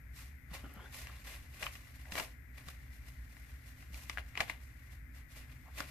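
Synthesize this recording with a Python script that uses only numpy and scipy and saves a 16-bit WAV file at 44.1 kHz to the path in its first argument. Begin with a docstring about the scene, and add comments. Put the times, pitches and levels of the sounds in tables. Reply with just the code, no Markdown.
"""Hands fan out paper banknotes and drop some into a rack, close to a stereo microphone in a small room.
Throughout lie rumble, wavering hum and hiss, made of filtered noise and sines. First come faint slides and rubs:
friction as grainy, filtered noise. From 0.5 s to 0.9 s a hand bumps and brushes the table (damped sines, resonant
slips), with one thin tick. From 1.1 s sheets also snap, as struck resonances with a broadband crack: in bursts
near 1.6 s, 2.2 s and 4.1 to 4.5 s, and a last time at 5.8 s, while slides go on between them."""
import sys
import numpy as np
from scipy import signal
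from scipy.fft import rfft, irfft
from scipy.io import wavfile

SR = 44100
rng = np.random.default_rng(int(sys.argv[2]) if len(sys.argv) > 2 else 0)


def generate_wav(sig):
    """Save sig (samples, or channels by samples) to the path in sys.argv[1] as 16-bit PCM at SR."""
    pcm = np.round(np.clip(np.atleast_2d(sig).T, -1, 1) * 32767).astype(np.int16)
    wavfile.write(sys.argv[1], SR, pcm)


N = 260190  # length in samples

# Filter spectrum of the fan-like rumble: (frequency [Hz], gain [dB])
RUMBLE_SPECTRUM = [(15, -20.5), (32, -34.5), (42, -18), (54, 0), (68, -0.5), (85, -13.5), (135, -15.5),
                   (190, -29.5), (255, -22.5), (370, -39.5), (700, -43), (1500, -51), (5000, -65)]
# Steady hum lines: (frequency [Hz], level [dB])
HUM_LINES = [(60, -61.5), (120, -65), (258, -78)]
# Filter spectrum of the microphone hiss: (frequency [Hz], gain [dB])
HISS_SPECTRUM = [(200, 20), (1000, -22), (3500, -11), (8500, -13), (12500, 8.5), (15000, 2)]
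# Filter spectrum of the band of hiss in the left port: (frequency [Hz], gain [dB])
PORT_HISS_SPECTRUM = [(900, -32.5), (1400, -12.5), (2050, -4), (2400, -13.5), (2900, -29), (4000, -32)]
# Colour difference of the two microphone ports: (frequency [Hz], left minus right [dB])
PORT_DIFFERENCE = [(700, 1.5), (1300, 1), (2200, 8), (3100, 4), (4200, 1), (6000, -6), (8500, -4.5),
                   (14000, -1)]

# Soft bumps of hand and notes on the table: (time [s], relative level [dB], pitch [Hz])
TABLE_BUMPS = [(.515, -44.5, 160), (.640, -45.5, 260), (0.663, -53, 334), (0.716, -56.5, 340),
               (0.765, -47, 203), (2.122, -47, 193), (2.67, -52, 160), (3.905, -51.5, 168)]
# Ring of the table top: (frequency [Hz], width [Hz], gain [dB])
TABLE_MODES = [(1320, 100, -8)]
# The hand brushes along the table: (time [s], level [dB], pitch factor [1])
BRUSH_PATH = [(.62, -73, 0.87), (.645, -56, 0.96), (.70, -65, 0.89), (.745, -63, 0.96), (.79, -58.5, 0.96),
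              (.85, -56, 1.07), (.885, -61.5, 1.12), (.94, -83, 0.77)]
# Resonances of the brushing: (frequency [Hz], width of each of two passes [Hz], gain [dB])
BRUSH_RESONANCES = [(466, 310, 0), (735, 400, -2), (1400, 310, 4.5), (2100, 400, -15), (3170, 360, -5)]

# A finger rubs one sheet: (middle [s], level at the middle [dB], pitch [Hz], time from middle to 1/e [s])
FINGER_RUBS = [(0.21, -62, 1490, 0.028), (0.532, -60.5, 1160, 0.025), (0.798, -57.5, 1110, .02),
               (1.098, -55.5, 900, 0.0095), (1.639, -52, 680, 0.023), (2.09, -60.5, 700, .028),
               (2.176, -49.5, 1040, .022), (2.191, -48, 570, 0.045), (4.416, -48, 650, .014),
               (5.68, -63.5, 845, 0.027), (5.819, -49.5, 694, 0.014)]
# A sheet snaps: (time [s], relative level [dB], pitch of the sheet [Hz], relative crack level [dB], decay [s])
SHEET_SNAPS = [(1.0707, -30.5, 2240, -8.5, 0.00072), (1.626, -26, 1930, -10, 0.00089),
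               (1.629, -27, 2520, -7.5, 0.0021), (1.6412, -30, 2300, -4, 0.00072),
               (1.6655, -28.5, 2600, -23, 0.0043), (1.753, -43, 2260, -7.5, 0.0044),
               (2.053, -47, 1700, -20, .003), (2.1208, -34, 2100, -3.5, 0.0031),
               (2.154, -29, 1890, -5, 0.0019), (2.1782, -26, 2100, -16, 0.0024),
               (2.198, -22, 1930, -6, 0.0014), (2.6854, -37, 1400, -3.5, 0.0017),
               (3.3676, -41.5, 2000, -13, 0.00093), (3.825, -47, 1470, -14, .0025),
               (3.944, -36.5, 2500, -1, 0.00068), (4.0966, -26, 2350, -6.5, .0018),
               (4.1732, -22, 1700, -36, .0011), (4.183, -19.5, 1440, -23, 0.00056),
               (4.3536, -29, 2550, -19.5, 0.001), (4.3744, -23, 2320, -14, 0.0018),
               (4.397, -32, 1400, -23, .0014), (4.4042, -20, 1850, -9.5, 0.0038),
               (4.4966, -26.5, 2040, -14.5, 0.0041), (5.804, -25, 1270, -8.5, 0.0019)]
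# Filter spectrum of the crack in a snap: (frequency [Hz], gain [dB])
CRACK_SPECTRUM = [(300, 16), (1000, 0), (2500, 11), (4000, 13.5), (6500, 7.5), (8500, 4), (15000, -13)]

# One sheet slides over another:
# (time at full speed [s], time held [s], rustle strength [dB], crisp treble relative to it [dB])
SHEET_SLIDES = [(.172, 0.034, -61.5, 6.5), (.245, 0.037, -67.5, 3), (0.544, 0.014, -51, -2.5),
                (0.943, 0.078, -55.5, 3), (1.04, 0.073, -58, -7.5), (1.155, 0.02, -62, -5),
                (1.267, .085, -54, 0), (1.545, 0.086, -64, 1), (1.624, 0.031, -47, -2.5),
                (1.73, 0.01, -58.5, 4.5), (1.82, 0.058, -69.5, 2), (1.955, 0, -66.5, 2),
                (2.14, 0, -52.5, 4), (2.168, 0.027, -45, -0.5), (2.245, 0.0021, -55, 0.5),
                (2.577, 0.0069, -58.5, -2), (2.675, 0.027, -59, 1.5), (2.945, 0, -71, 8),
                (3.083, 0.0014, -63, 2.5), (3.3, .21, -74.5, 6), (3.665, 0.03, -67, 4),
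                (3.785, 0.046, -68.5, 1.5), (3.943, .10, -60, 2), (4.094, 0.042, -59.5, 0),
                (4.279, 0, -69, 1.5), (4.376, 0, -52, -16), (4.412, 0, -44.5, -5),
                (4.495, 0.0034, -50.5, -5.5), (4.635, 0.0051, -71.5, 7.5), (4.92, 0.015, -66.5, 1.5),
                (5.16, 0.024, -65.5, 1), (5.321, 0, -65.5, 5.5), (5.368, 0.0052, -57, 1),
                (5.41, 0.00046, -61.5, -4), (5.515, 0.0046, -63, -4.5), (5.782, 0.017, -47, -2),
                (5.875, .03, -57, -2)]
# The held wad rustles as the fingers work on it: (start [s], end [s], strength before unevenness [dB])
WAD_HANDLING = [(0.597, 0.891, -68.5), (.95, 2.08, -67), (2.62, 4.87, -72), (5.37, 5.9, -73.5)]
# Filter spectrum of the rustle: (frequency [Hz], gain [dB])
RUSTLE_SPECTRUM = [(120, -27.5), (300, 1.5), (580, 2.5), (850, 1), (1400, 1.5), (2200, 5.5), (3000, -7.5),
                   (4500, -3.5), (8000, -46.5)]
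# Filter spectrum of the crisp fibre hiss: (frequency [Hz], gain [dB])
CRISP_SPECTRUM = [(1200, -19), (3000, 1.5), (4500, 4), (7000, 2), (10000, 2), (13000, 4.5), (15000, -5.5)]
# Creases that tick as the sheets bend: (frequency [Hz], width [Hz], gain [dB])
CREASE_MODES = [(1050, 65, -2), (1700, 1400, -8), (2500, 160, 2.5), (3500, 280, -16.5), (5200, 1200, -19)]

RISE_DB_PER_S, FALL_DB_PER_S = 437, 243  # a slide starts faster than it dies away
# handling: treble relative to its rustle [dB], spread of its unevenness [dB], changes per second
HANDLING_CRISP_DB, FIDGET_DB, FIDGET_RATE = 0.5, 0.7, 24
# rustle that a snap shakes out of its sheet: strength offset, relative treble, decay
SHIVER_DB, SHIVER_CRISP_DB, SHIVER_S = 1, -10, 0.019
SHEET_HZ, SHEET_DB = 2630, -6.5  # broad note of a sliding sheet, relative to the rustle strength
TICK_S, TICK_DB, TICK_DECAY_S = 0.738, -45.5, 0.0016
TICK_HZ, TICK_WIDTH_HZ = 12600, 3200  # pitch, and width of each of two passes
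ROOM_T60_S, ROOM_DB, DESK_DB = 0.29, -14.5, -6  # tail decay; energy of tail and of early reflections
TOP_HZ = 14800  # edge of the recorder's low-pass

LEFT_MINUS_RIGHT = np.array([[1], [-1]])


def undb(db):
    """Logarithmic level: decibels to amplitude gain."""
    return np.exp(np.asarray(db) * (np.log(10) / 20))


def unit(x):
    """Effective value: scale to rms 1."""
    return x / np.sqrt(np.mean(x ** 2))


def curves(rows):
    """Linear interpolation: the columns of a table, joined by straight lines in time."""
    s, *columns = np.transpose(rows)
    return [np.interp(np.arange(N) / SR, s, c) for c in columns]


def colour(x, points):
    """Minimum-phase filtering: a causal filter whose spectrum joins (Hz, dB) points."""
    size = 16384
    hz, db = np.transpose(points)
    grid = np.maximum(np.fft.rfftfreq(size, 1 / SR), 1)
    gain = undb(np.interp(np.log(grid), np.log(hz), db))
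    # folding the cepstrum onto positive times makes the response causal
    cepstrum = irfft(np.log(gain))
    cepstrum[1:size // 2] *= 2
    cepstrum[size // 2 + 1:] = 0
    response = irfft(np.exp(rfft(cepstrum)))
    return signal.fftconvolve(np.atleast_2d(x), response[None], axes=1)[:, :x.shape[-1]]


def resonate(x, modes):
    """Modal superposition: sum of resonances (Hz, width Hz, dB)."""
    return sum(undb(db) * signal.lfilter(*signal.iirpeak(hz, hz / width, fs=SR), x)
               for hz, width, db in modes)


def resonate_twice(x, mode):
    """Cascaded resonance: a second pass at the same gain steepens the flanks."""
    return resonate(resonate(x, [mode]), [mode])


def noise(side_db):
    """Partial coherence: stereo noise with a given share that differs between left and right."""
    mid, side = rng.standard_normal((2, N))
    return unit(mid + undb(side_db) * side * LEFT_MINUS_RIGHT)


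def walk(rate):
    """Slow random modulation: chance values, rate per second, joined by lines and scaled to rms 1."""
    knots = rng.standard_normal(4096)
    return unit(np.interp(np.arange(N) / SR * rate, np.arange(len(knots)), knots))


def fade(start, decay_s):
    """Impulsive excitation: a very quick rise, then an exponential fall."""
    age = np.maximum(np.arange(N) / SR - start, 0)
    return (1 - np.exp(-age / 0.0002)) * np.exp(-np.minimum(age / decay_s, 20))


def crackle(spread_db, grain_s):
    """Stick-slip: fibres catch and let go in decaying grains of random time and size."""
    count = 9000
    size = undb(spread_db * np.minimum(rng.exponential(size=count), 5))
    grains = np.bincount(rng.integers(0, N, count), size, N)
    return unit(signal.lfilter([1], [1, -np.exp(-1 / (grain_s * SR))], grains))


def rumbling():
    """Partially coherent noise: a fan-like rumble, mostly shared by both channels in the bass."""
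    shared = unit(colour(rng.standard_normal(N), RUMBLE_SPECTRUM))
    apart = unit(colour(rng.standard_normal(N), RUMBLE_SPECTRUM))
    apart = colour(apart, [(60, -22.5), (130, -12.0), (300, -8.0), (800, 1.0)])
    return undb(-51.5) * (shared + apart * LEFT_MINUS_RIGHT)


def humming():
    """Random modulation: sine lines waver slowly in phase and strength."""
    t = np.arange(N) / SR
    hum = 0
    for hz, db in HUM_LINES:
        line = np.sqrt(2) * np.sin(2 * np.pi * hz * t + 0.93 * walk(5))
        hum = hum + undb(db) * line * (1 + 0.26 * walk(8.1))
    return hum


def hissing():
    """Stationary noise: even hiss, independent in each channel, and a band of hiss in the left port."""
    hiss = undb(-69.5) * unit(colour(rng.standard_normal((2, N)), HISS_SPECTRUM))
    port = undb(-60.0) * unit(colour(rng.standard_normal(N), PORT_HISS_SPECTRUM))
    return hiss + port * np.array([[1], [0]])


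def background():
    """Superposition: rumble, hum and hiss add up to the steady background."""
    return rumbling() + humming() + hissing()


def tick():
    """Impulsive band noise: one tiny tick, high in the treble."""
    band = (TICK_HZ, TICK_WIDTH_HZ, 0)
    return undb(TICK_DB) * fade(TICK_S, TICK_DECAY_S) * unit(resonate_twice(noise(side_db=1), band))


def bumping():
    """Impact excitation: each soft bump gives a damped sine thud and rings the table top."""
    t = np.arange(N) / SR
    contact, bumps = rng.standard_normal(N), 0
    for s, db, hz in TABLE_BUMPS:
        blow = fade(s, decay_s=0.0061)
        thud = blow * np.sin(2 * np.pi * hz * (t - s))
        ring = resonate(contact * blow, [*TABLE_MODES, (hz, hz, -4)])
        bumps = bumps + undb(db) * (1.6 * thud + undb(8) * ring)
    return bumps


def brushing():
    """Stick-slip with speed-dependent pitch: small slips excite resonances that shift with the hand's speed."""
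    t = np.arange(N) / SR
    db, pitch = curves(BRUSH_PATH)
    slips = noise(side_db=-19) * crackle(spread_db=0.5, grain_s=0.0021)
    drag = 0
    for hz, width, mode_db in BRUSH_RESONANCES:
        once = resonate(slips, [(hz, width, 0)])
        drag = drag + resonate(once, [(hz, width, mode_db)])
    # reading the sound faster or slower moves its pitch
    position = np.cumsum(pitch)
    drag = np.array([np.interp(position, np.arange(N), channel) for channel in unit(drag)])
    touching = (t > BRUSH_PATH[0][0]) & (t < BRUSH_PATH[-1][0])
    return drag * undb(db) * touching


def rubbing():
    """Friction-driven resonance: dense slips of skin on paper swell and fade in one note of the sheet."""
    t = np.arange(N) / SR
    slips = noise(side_db=-28) * crackle(spread_db=-3.0, grain_s=0.002)
    out = 0
    for s, db, hz, half_s in FINGER_RUBS:
        note = unit(resonate_twice(slips, (hz, hz * 0.87, 0)))
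        swell = np.exp(-np.minimum(((t - s) / half_s) ** 2, 20))
        out = out + undb(db) * note * swell
    return out


def snapping():
    """Buckling: a kick and short flutter excite a broad, quickly damped note, with a sharp crack."""
    flutter, notes, edge = noise(side_db=-3.5), np.zeros((2, N)), 0
    sheet_band = signal.butter(4, [520, 3000], "band", fs=SR, output="sos")
    count = 2400  # samples computed per note
    for s, db, hz, crack_db, decay_s in SHEET_SNAPS:
        part = slice(int(s * SR), int(s * SR) + count)
        blow = fade(s, decay_s)
        kick = blow[part] == blow[part].max()
        excitation = flutter[:, part] * blow[part] + 3 * kick
        note = resonate(excitation, [(hz, hz * 0.34, 0), (hz / 2, hz * 0.084, -6)])
        note = signal.sosfilt(sheet_band, note)
        blow_rms = np.sqrt(np.mean(blow[part] ** 2))
        notes[:, part] += undb(db - 3.0) * unit(note) * blow_rms
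        edge = edge + undb(db + crack_db) * blow
    return notes + edge * unit(colour(noise(side_db=-2.0), CRACK_SPECTRUM))


def stroke(start, end):
    """Exponential growth and decay: a slide gathers speed, holds it and dies away."""
    t = np.arange(N) / SR
    level_db = [-RISE_DB_PER_S, 0, 0, -FALL_DB_PER_S]
    return undb(np.interp(t, [start - 1, start, end, end + 1], level_db))


def friction():
    """Addition of powers: slides, the handled wad and shivers after snaps drive rustle and crisp treble."""
    fidget = undb(FIDGET_DB * walk(FIDGET_RATE))
    moves = []
    for s, held_s, db, crisp_db in SHEET_SLIDES:
        moves.append((undb(db) * stroke(s, s + held_s), crisp_db))
    for start, end, db in WAD_HANDLING:
        moves.append((undb(db) * stroke(start, end) * fidget, HANDLING_CRISP_DB))
    # the more energy in a snap, the more its sheet shivers
    for s, db, _, _, decay_s in SHEET_SNAPS:
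        shiver = undb(db + SHIVER_DB) * np.sqrt(decay_s) * fade(s, SHIVER_S)
        moves.append((shiver, SHIVER_CRISP_DB))
    rustle = sum(gain ** 2 for gain, _ in moves)
    crisp = sum((gain * undb(crisp_db)) ** 2 for gain, crisp_db in moves)
    return np.sqrt(rustle), np.sqrt(crisp)


def crinkling():
    """Impulse response: lone ticks ring creases, each at its own pitch; most are tiny, a few stand out."""
    out, count = 0, 700  # ticks per crease
    for crease in CREASE_MODES:
        size = undb(4.5 * np.minimum(rng.exponential(size=count), np.pi))
        size = size * rng.choice([-1, 1], count)
        impulses = np.bincount(rng.integers(0, N, count), size, N)
        out = out + resonate(impulses, [crease])
    return unit(colour(out, [(400, -18.0), (800, 2.5), (4000, 1.5), (9000, -15)]))


def sliding():
    """Dry friction: paper on paper rustles, rings, ticks and hisses, the balance shifting as it bends."""
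    rustle, crisp = friction()
    grip = crackle(spread_db=3.5, grain_s=0.0048)
    bend_db = 0.55 * walk(35)
    grainy = unit(colour(noise(side_db=-8.5) * grip, RUSTLE_SPECTRUM))
    body = rustle * undb(bend_db - 3) * grainy
    # a crease can only give so much, however hard the sheet is pushed
    ticks = np.minimum(rustle, undb(-47.5)) * undb(-7.5) * crinkling()
    # the added constant keeps some hiss between the grains
    fibre_hiss = unit(colour(noise(side_db=0.5) * (grip + 0.61), CRISP_SPECTRUM))
    fibres = crisp * undb(-1.0 - bend_db / 2) * fibre_hiss
    sheet = (SHEET_HZ, SHEET_HZ * 0.7, 0)
    note = rustle * undb(SHEET_DB) * unit(resonate_twice(noise(side_db=0) * grip, sheet))
    return body + ticks + fibres + note


def room(x):
    """Reverberation: quick reflections off the table and things on it, then a short dull tail."""
    t = np.arange(SR // 2) / SR
    early, late = rng.standard_normal((2, 2, len(t)))
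    early = early * np.exp(-t / 0.0046) * (t > 0.001)
    late = late * undb(-60 * t / ROOM_T60_S) * (t > 0.008)
    late = colour(late, [(300, 2), (2500, -9.5), (12000, -9)])
    response = (undb(DESK_DB) * unit(early) + undb(ROOM_DB) * unit(late)) / np.sqrt(len(t))
    return x + signal.fftconvolve(x, response, axes=1)[:, :N]


def ports(x):
    """Port resonance: the left port is stronger near 2 kHz, the right one is brighter."""
    channels = []
    for channel, sign in zip(x, (1, -1)):
        channels.append(colour(channel, [(hz, sign * db / 2) for hz, db in PORT_DIFFERENCE]))
    return np.vstack(channels)


def scene():
    """Superposition: paper and table in the room, a tick without room, over the steady background."""
    table = bumping() + brushing()
    in_room = room(table + rubbing() + snapping() + sliding())
    return background() + ports(tick() + in_room)


def record(dry):
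    """Band limitation: the recorder cuts the top with a steep low-pass."""
    return signal.sosfilt(signal.ellip(10, 0.2, 70, TOP_HZ, fs=SR, output="sos"), dry)


dry = scene()
out = record(dry)
generate_wav(out)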